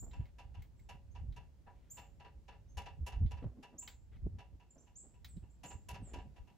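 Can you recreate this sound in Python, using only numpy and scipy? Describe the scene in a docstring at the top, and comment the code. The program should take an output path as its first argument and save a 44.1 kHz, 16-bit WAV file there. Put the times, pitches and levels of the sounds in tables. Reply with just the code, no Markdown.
"""Knocks ring a metal ladder and a sheet-metal barn wall as someone works on old saws hung there.
Each knock bounces once, sets the metal ringing and clattering, and echoes briefly in the yard.
The steel saws click when tapped and rattle against the wall, among a few dull scuffs.
Small birds chirp overhead, and a light breeze flutters and thumps on the microphone
over a faint outdoor hush."""
import sys
import numpy as np
from scipy import signal
from scipy.fft import rfft, irfft, next_fast_len
from scipy.io import wavfile
from scipy.ndimage import uniform_filter1d

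SR = 44100
rng = np.random.default_rng(int(sys.argv[2]) if len(sys.argv) > 2 else 0)


def dump_mix(stems):
    """Bounce the given channels to the path in sys.argv[1] as a 16-bit WAV at rate SR."""
    frames = np.atleast_2d(stems).T  # one column per channel
    limited = np.clip(frames, -1, 1)  # hard clip at full scale
    pcm = np.round(limited * 32767).astype(np.int16)
    wavfile.write(sys.argv[1], SR, pcm)


N = 289737

# Puffs of wind that hit the microphone:
# (time of the crest [s], level [dB], pitch [Hz], swell time [s], treble drop [dB per octave])
PUFFS = [(0.207, -33, 107, 0.0054, 20), (0.471, -47.5, 67.4, 0.028, 29), (0.599, -42.5, 78, 0.0073, 30),
         (0.951, -49.5, 61.4, 0.0098, 8), (1.229, -41, 87, 0.019, 17), (1.3, -35, 70.5, 0.0063, 21),
         (2.385, -54, 57.7, 0.019, 13.5), (2.778, -40, 70.7, 0.0055, 35), (3.018, -36.5, 69.3, 0.024, 26.5),
         (3.173, -34, 52.6, 0.015, 23), (3.222, -25, 80, 0.008, 18), (3.25, -25, 72.5, 0.01, 20),
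         (3.463, -33, 93, 0.0048, 17.5), (3.589, -53.5, 253, 0.016, 16.5), (3.747, -60.5, 248, 0.018, 15),
         (4.257, -34, 60.3, 0.018, 15.5), (4.269, -32, 204.4, 0.0022, 23.5), (4.352, -45.5, 91, 0.027, 15),
         (4.547, -49.5, 68, 0.0077, 12), (5.373, -41, 172, 0.0049, 21), (5.436, -49, 94, 0.0082, 12.5),
         (5.759, -44, 80, 0.0066, 15.5), (5.939, -45, 71.5, 0.013, 14), (6.019, -43.5, 108, 0.015, 15),
         (6.174, -47.5, 60.7, 0.03, 21), (6.268, -53, 205, 0.013, 40), (6.417, -47, 59.4, 0.016, 41)]


def undb(db):
    """Turn decibels into a factor to multiply by."""
    return 10 ** (np.asarray(db) / 20)


def unit(x):
    """Scale a sound to an average (rms) strength of 1."""
    return x / np.sqrt(np.mean(x ** 2))


def colour(x, points):
    """Shape bass and treble along a curve of (frequency [Hz], gain [dB]) points."""
    hz, db = np.transpose(points)
    size = next_fast_len(x.shape[-1] + SR // 10)
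    freqs = np.fft.rfftfreq(size, 1 / SR)
    gain = undb(np.interp(np.log(freqs + 1), np.log(hz), db))
    return irfft(rfft(x, size) * gain, size)[..., :x.shape[-1]]


def noise(size, side_db):
    """Stereo noise; the lower side_db is, the more alike left and right are."""
    mid, side = rng.standard_normal((2, size))
    return unit(mid + undb(side_db) * side * np.array([[1], [-1]]))


def walk(size, count):
    """Random levels joined by straight lines."""
    return np.interp(np.arange(size), np.linspace(0, size, count), rng.standard_normal(count))


def fade(t, t60):
    """Die away by 60 dB in t60 seconds, the fade time."""
    return np.exp(-np.log(1000) * t / t60)


def rise(t, rise_s):
    """Grow from 0 towards 1, about two thirds of the way in rise_s seconds."""
    return 1 - np.exp(-t / rise_s)


def pan(db):
    """Left and right gains; a negative db leans to the right."""
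    return undb(np.array([[db], [-db]]) / 2)


def add(out, s, x):
    """Mix x into out at s seconds."""
    start = int(s * SR)
    first, last = max(start, 0), min(start + x.shape[-1], N)
    out[:, first:last] += x[..., first - start:last - start]


def yard(x, echo_s, echo_db, tail_db, t60, treble_db):
    """The yard adds one clear echo and a thin, fading tail to a sound."""
    t = np.arange(SR * 2 // 3) / SR
    tail = noise(len(t), side_db=-3.5) * fade(t, t60) * rise(t, 0.0033)
    response = tail * undb(tail_db) / np.sqrt(np.sum(tail ** 2) / 2)
    response[:, int(echo_s * SR)] += undb(echo_db)
    response = colour(response, [(1000, -1.5), (2800, 1.3), (10000, treble_db)])
    return x + signal.fftconvolve(x, response, axes=1)[:, :N]


def whistle(length, start_hz, end_hz, db, bend, octave_db):
    """One wobbly bird note with an overtone; more bend makes it slide early and then level off."""
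    wobble_hz = 127
    progress = np.linspace(0, 1, int(length * SR))
    wobble = unit(uniform_filter1d(rng.standard_normal(len(progress)), size=40))
    slide = np.expm1(-bend * progress) / np.expm1(-bend)
    hz = start_hz + (end_hz - start_hz) * slide + wobble_hz * wobble
    phase = 2 * np.pi * np.cumsum(hz) / SR
    swell = np.abs(np.sin(np.pi * progress)) ** 1.35
    return undb(db) * swell * (np.sin(phase) + undb(octave_db) * np.sin(2 * phase))


def birds():
    """Small birds whistle rising and falling notes, which the trees and wall scatter."""
    # Rising chirps:
    # (time [s], length [s], start pitch [Hz], end pitch [Hz], level [dB], overtone against the note [dB])
    chirps = [(-.008, 0.028, 5900, 7615, -50, -13), (1.106, 0.031, 5700, 6770, -76.5, -30),
              (1.898, 0.039, 5800, 7670, -49.5, -8), (2.678, 0.056, 5540, 6580, -74, -38),
              (3.779, 0.03, 5560, 7750, -43.5, -18), (4.777, 0.019, 5200, 6400, -66.5, -30),
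              (4.791, 0.033, 6400, 7590, -66.5, -30), (4.953, 0.037, 5700, 7780, -51.5, -35),
              (4.969, .055, 7340, 7720, -55.5, -30), (5.492, 0.041, 6360, 7800, -73.5, -30),
              (5.642, 0.046, 5900, 7700, -54, -16), (5.676, 0.035, 5900, 7600, -54.5, -22)]
    # Falling notes: (time [s], length [s], start pitch [Hz], end pitch [Hz], level [dB])
    falling_notes = [(0.756, 0.099, 7630, 7550, -80.5), (4.702, 0.016, 7550, 7000, -60),
                     (5.274, 0.062, 9100, 6940, -64), (6.016, 0.1, 8700, 6610, -63)]
    out = np.zeros((2, N))
    for s, length, start_hz, end_hz, db, octave_db in chirps:
        add(out, s, whistle(length, start_hz, end_hz, db, bend=2.5, octave_db=octave_db))
    for s, length, start_hz, end_hz, db in falling_notes:
        add(out, s, whistle(length, start_hz, end_hz, db, bend=0.56, octave_db=-33))
    out[1] = np.roll(out[1], 1)  # the birds sit off to one side
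    return yard(out * pan(-1.9), echo_s=0.042, echo_db=-7, tail_db=1.0, t60=0.38, treble_db=-3.0)


def outdoor_hush():
    """A distant hush that dips slightly for a while and returns."""
    # Tone of the hush: (frequency [Hz], gain [dB])
    tone = [(88, -36.5), (150, -0.5), (495, -17), (954, -22), (1070, -27), (2750, -31.5), (3670, -33.5),
            (7500, -35), (8750, -41), (15000, -42.5)]
    # Loudness of the hush: (time [s], level [dB])
    levels = [(0, -72), (3.6, -71.5), (4.0, -73), (5.55, -72), (5.9, -70.5)]
    level_db = np.interp(np.arange(N) / SR, *np.transpose(levels))
    return unit(colour(noise(N, side_db=-2.5), tone)) * undb(level_db)


def breeze():
    """Wind on the microphone makes a low flutter that swells around every puff."""
    # Slow changes in the strength of the breeze: (time [s], relative level [dB])
    strength = [(0.0, -55.5), (0.66, -63.5), (1.41, -58.5), (1.61, -66), (2.21, -66), (3.02, -58),
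                (3.16, -71), (3.33, -45.5), (3.57, -69), (3.82, -66.5), (4.21, -58.5), (4.85, -71),
                (5.32, -61.5), (5.73, -68.5), (6.15, -57.5), (6.57, -75)]
    lift_db, flicker_db, limit_db = 5, 2.5, -44
    rise_s, fall_s = 0.031, 0.029
    t = np.arange(N) / SR
    slow_db = np.interp(t, *np.transpose(strength)) + lift_db
    power = undb(slow_db + flicker_db * walk(N, count=80)) ** 2
    for s, db, *_ in PUFFS:
        swell = np.exp(-np.maximum((s - t) / rise_s, (t - s) / fall_s))
        power += (undb(db - 6) * swell) ** 2
    tone = [(12, -31.5), (22, -29), (28, -9), (45, -1), (62, 3), (78, -3), (110, -7.0), (150, -16),
            (300, -34.5), (700, -48), (2000, -77.5)]
    flutter = colour(noise(N, side_db=-5.0), tone)
    flutter /= np.sqrt(uniform_filter1d(np.mean(flutter ** 2, axis=0), SR // 12))  # even out its level
    return flutter * np.minimum(np.sqrt(power), undb(limit_db))


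def scuffs():
    """Soft, grainy rubs that start quickly and die away."""
    # Dull rubs: (time [s], level [dB], fade time [s])
    rubs = [(0.025, -58, 0.45), (3.422, -48, 0.28), (3.569, -65, 0.19), (3.728, -62, 0.46),
            (4.756, -64.5, 0.39), (5.035, -64, 0.37), (5.636, -56.5, 0.5), (6.06, -64.5, 0.92),
            (6.135, -50, 0.3)]
    # Tone of a rub: (frequency [Hz], gain [dB])
    tone = [(80, 0), (260, 10.5), (420, 3.5), (700, -1.5), (1200, -13), (2000, -24.5), (4000, -43),
            (12000, -66)]
    out, t = np.zeros((2, N)), np.arange(SR // 3) / SR
    for s, db, t60 in rubs:
        grain = undb(3.6 * walk(len(t), count=80))
        rub = unit(colour(noise(len(t), side_db=-13.5) * grain, tone))
        add(out, s, rub * fade(t, t60) * rise(t, 0.0011) * undb(db + 1.0))
    return out


def saw_clicks():
    """Tapped saw steel gives a crack, a brief rattle and a ping that depends on the spot struck."""
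    # Taps on the saws: (time [s], level [dB], hardness as treble boost [dB], favoured pitch [Hz])
    taps = [(0.11, -51, -10, 3830), (0.253, -60, -2.5, 2270), (0.621, -58, 7.5, 2070),
            (0.794, -64.5, 3, 2070), (1.323, -55.5, -7, 3900), (3.259, -50.5, -13.5, 3500),
            (3.875, -37, -2.5, 2840), (4.163, -60.5, -13, 1980), (5.245, -42, 0, 3900),
            (5.367, -59.5, -4, 3940)]
    # Tones a saw blade rings with: (pitch [Hz], level [dB], fade time [s])
    blade_tones = [(2000, -2.5, 0.097), (2160, 7, 0.066), (3110, 1, 0.063), (3480, -10, 0.17),
                   (3747, -7.5, 0.072), (3900, -2, 0.062), (5000, -1, 0.058)]
    # Tone of the crack: (frequency [Hz], gain [dB])
    crack_tone = [(500, -7.5), (1200, -5), (2100, 3), (3000, -2.5), (4000, 2.5), (5500, -6.5), (7000, -7),
                  (10000, -19.5), (15000, -5)]
    drop_db_per_octave = 28  # tones far from the favoured pitch ring less
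    out, t = np.zeros((2, N)), np.arange(SR // 5) / SR
    hz, db, t60 = np.transpose(blade_tones)[:, :, None]
    for s, level_db, hard_db, ping_hz in taps:
        crack = noise(len(t), side_db=-7.5) * (fade(t, 0.025) + undb(-9.0) * fade(t, 0.19))
        shares = undb(db - drop_db_per_octave * np.abs(np.log2(hz / ping_hz)))
        ping = shares * fade(t, t60) * np.sin(2 * np.pi * (hz * t + rng.random(hz.shape)))
        swell = rise(t, 0.0021 * undb(-hard_db))  # a soft tap builds up more slowly
        hit = (colour(crack, crack_tone) + undb(-7) * ping.sum(0)) * swell
        add(out, s, colour(hit, [(4000, 0.0054), (9000, hard_db)]) * undb(level_db - 2.0))
    return out * pan(-0.67)


def contacts():
    """Each knock lands and bounces once, more dully: gives (time [s], level [dB], hardness [dB])."""
    # Knocks on ladder and wall:
    # (time [s], level [dB], hardness [dB], wait for the bounce [s], bounce against the knock [dB])
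    blows = [(0.13, -50, -1, 0.069, -10.5), (0.383, -48.5, -0.5, 0.047, -17.5),
             (0.542, -54.5, -1, 0.039, -17), (0.888, -45, 0, 0.064, -22), (1.149, -49.5, -2, 0.044, -27),
             (1.361, -48, 0, 0.045, -16), (1.664, -51, -23, 0.06, -31), (1.969, -46, 0.5, 0.047, -10.5),
             (2.197, -51.5, -2.5, 0.047, 2.5), (2.479, -48, -2.5, 0.042, -7), (2.77, -38.5, 0, 0.087, -4.5),
             (3.063, -40, 1, 0.056, -7), (3.308, -46, -0.5, 0.063, -7), (3.626, -47.5, -0.5, 0.075, -22),
             (3.819, -54, 1.5, 0.072, -9.5), (4.384, -50, -1, 0.06, -19), (4.597, -59.5, -0.5, 0.076, -22),
             (4.867, -62.5, 1, 0.017, -21), (5.138, -66.5, 3, .025, -7), (5.422, -66.5, -5, 0.029, -12),
             (5.632, -44.5, 1, 0.071, -2.5), (5.885, -40.5, 1.5, 0.055, -3.5),
             (6.133, -43.5, -0.5, 0.049, -5.5), (6.359, -56.5, -0.5, 0.033, -21),
             (6.472, -60.5, 1, .03, -19)]
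    for s, db, hard_db, gap_s, bounce_db in blows:
        yield s, db, hard_db
        yield s + gap_s, db + bounce_db, hard_db - 3


def wall_clatter(t, hiss):
    """Countless tones of the metal sheet blur together: the bass swells and lingers, the treble dies first."""
    # Tone of the clattering wall: (frequency [Hz], gain [dB])
    tone = [(200, 2), (450, -0.5), (860, 9.5), (1080, -7.5), (1650, -3), (2450, -1), (2780, 4.5),
            (3200, -4), (4300, -7.5), (7000, -8.5), (8600, -21), (11400, -14), (12500, -28), (15500, -28)]
    grain_db = 2.5  # loose sheet edges chatter as a knock fades
    chatter = hiss * undb(grain_db * (1 - fade(t, 0.063)) * walk(len(t), count=70))
    low = colour(chatter, [(2000, -7.5), (10000, -17.0)])
    high = chatter - low
    return colour(low * fade(t, 0.25) * rise(t, 0.018) + high * fade(t, 0.087), tone)


def knocks():
    """Each knock rings ladder and wall with the same tones in a new mix; harder and louder is brighter."""
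    # Tones the ladder and wall ring with: (pitch [Hz], level [dB], fade time [s])
    metal_tones = [(412, -16, .3), (453, -18, .4), (558, -21, .75), (734, -13.5, .33), (790, -10.5, .26),
                   (819, -6.5, .21), (953, -5, .16), (975, 1, .18), (1185, -16, .2), (1305, -13, .13),
                   (1604, -13.5, .17), (1700, -14, .17), (1752, -15, .19), (1930, -15, .16),
                   (2305, -9, .11), (2560, -14, .15), (2682, -4, .2), (2735, -6, .15), (2878, -8, .19),
                   (2940, -9.5, .14), (3060, -13, .15), (3417, -17, .17), (3517, -15, .18),
                   (4290, -15, .12), (5750, -17, .14)]
    alike = 0.64  # share of the clatter's noise that every knock has in common
    waver_step = SR // 100  # samples
    out, t = np.zeros((2, N)), np.arange(SR * 2 // 5) / SR
    hz, db, t60 = np.transpose(metal_tones)[:, :, None]
    tones = undb(db) * fade(t, t60) * rise(t, 0.009) * np.exp(2j * np.pi * hz * t)
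    # high tones reach left and right out of step
    spread = np.minimum(hz / 6000, 1) * (-1) ** np.arange(len(hz))[:, None]
    to_stereo = np.exp(1j * spread * [1, -1]).T
    shared_hiss = noise(len(t), side_db=-6.5)
    for s, level_db, hard_db in contacts():
        # waves return from the edges of the sheet, so each tone wavers as it fades
        jitter = rng.standard_normal((len(hz), len(t) // waver_step, 2)) @ [1, 1j]
        start_phase = np.exp(2j * np.pi * rng.random((len(hz), 1)))
        steps = np.repeat(start_phase + 0.25 * jitter, waver_step, axis=1)
        waver = uniform_filter1d(steps, size=waver_step, axis=1)
        ring = (to_stereo @ (tones * waver)).imag
        hiss = np.sqrt(alike) * shared_hiss + np.sqrt(1 - alike) * noise(len(t), side_db=-5.5)
        clatter = undb(8.5) * wall_clatter(t, hiss)
        swell = rise(t, 0.0048 * undb(-0.3 * hard_db))  # a softer blow spreads more slowly in the sheet
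        treble_db = 0.59 * hard_db + 0.17 * (level_db + 45.5)
        top_db = 5.1 * hard_db + 0.5 * (level_db + 41.0)
        brightness = [(1700, 0.0063), (2900, 0.67 * hard_db), (4500, treble_db), (12000, top_db)]
        hit = colour((ring + clatter) * swell, brightness)
        start_strength = np.sqrt(np.mean(hit[:, t < 0.025] ** 2))
        add(out, s, hit / start_strength * undb(level_db - 8.5))
    # the low ring comes from the left; the wall throws the high ring to the right
    left = colour(out[0], [(1300, 0.7), (3000, -3.5), (12000, 1.0)])
    right = colour(out[1], [(1300, -1.5), (3000, -1.0), (12000, 2.0)])
    return np.array([left, right])


def saw_rattles():
    """Loose blades chatter against the wall in uneven bursts that swell and fade."""
    # Blades scraping and rattling: (time [s], length [s], level [dB])
    bursts = [(0.14, 0.19, -77), (0.557, 0.12, -74.5), (1.67, 0.53, -81), (4.11, 0.074, -72),
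              (6.015, 0.2, -74), (3.419, 0.037, -70.5)]
    # Tone of a rattle: (frequency [Hz], gain [dB])
    tone = [(500, 8), (1200, 0.5), (2100, 2.5), (3300, -1), (4800, -15.5), (10000, -25)]
    out = np.zeros((2, N))
    for s, length, db in bursts:
        size = int(length * SR)
        grain = undb(-1.5 * walk(size, count=50))
        chatter = unit(colour(noise(size, side_db=-6) * grain, tone))
        add(out, s, chatter * signal.windows.tukey(size, 0.5) * undb(db))
    return out


def wind_thumps():
    """Single swirls of air hit the microphone as soft thumps, part noise and part low tone."""
    out, t = np.zeros((2, N)), np.arange(-SR // 8, SR // 8) / SR
    side_phase = np.array([[0.2], [-0.2]])  # the air passes one side before the other
    for s, db, hz, swell_s, drop_db in PUFFS:
        swell = np.exp(1 - np.hypot(t / swell_s, 1))
        swirl = colour(noise(len(t), side_db=-14), [(hz / 4, -25), (hz, 0), (hz * 2 ** 7, -7 * drop_db)])
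        low_tone = np.sin(2 * np.pi * (hz * t + rng.random()) + side_phase)
        thump = unit(unit(swirl * swell) * undb(4.0) + unit(low_tone * swell))
        add(out, s + t[0], thump * np.sqrt(np.mean(swell ** 2)) * undb(db - 1.5))
    return out


def scene():
    """Mix the work on the wall and its echo with the birds, the wind and the hush."""
    knocking = yard(knocks(), echo_s=0.057, echo_db=-25, tail_db=-20, t60=0.41, treble_db=-9)
    wind = (breeze() + wind_thumps()) * pan(-2.0)
    return knocking + saw_clicks() + saw_rattles() + scuffs() + birds() + wind + outdoor_hush()


def record(dry):
    """The recorder cuts off the highest treble."""
    top_hz = 15700
    return signal.sosfilt(signal.ellip(8, 0.2, 70, top_hz, fs=SR, output="sos"), dry)


dry = scene()
out = record(dry)
dump_mix(out)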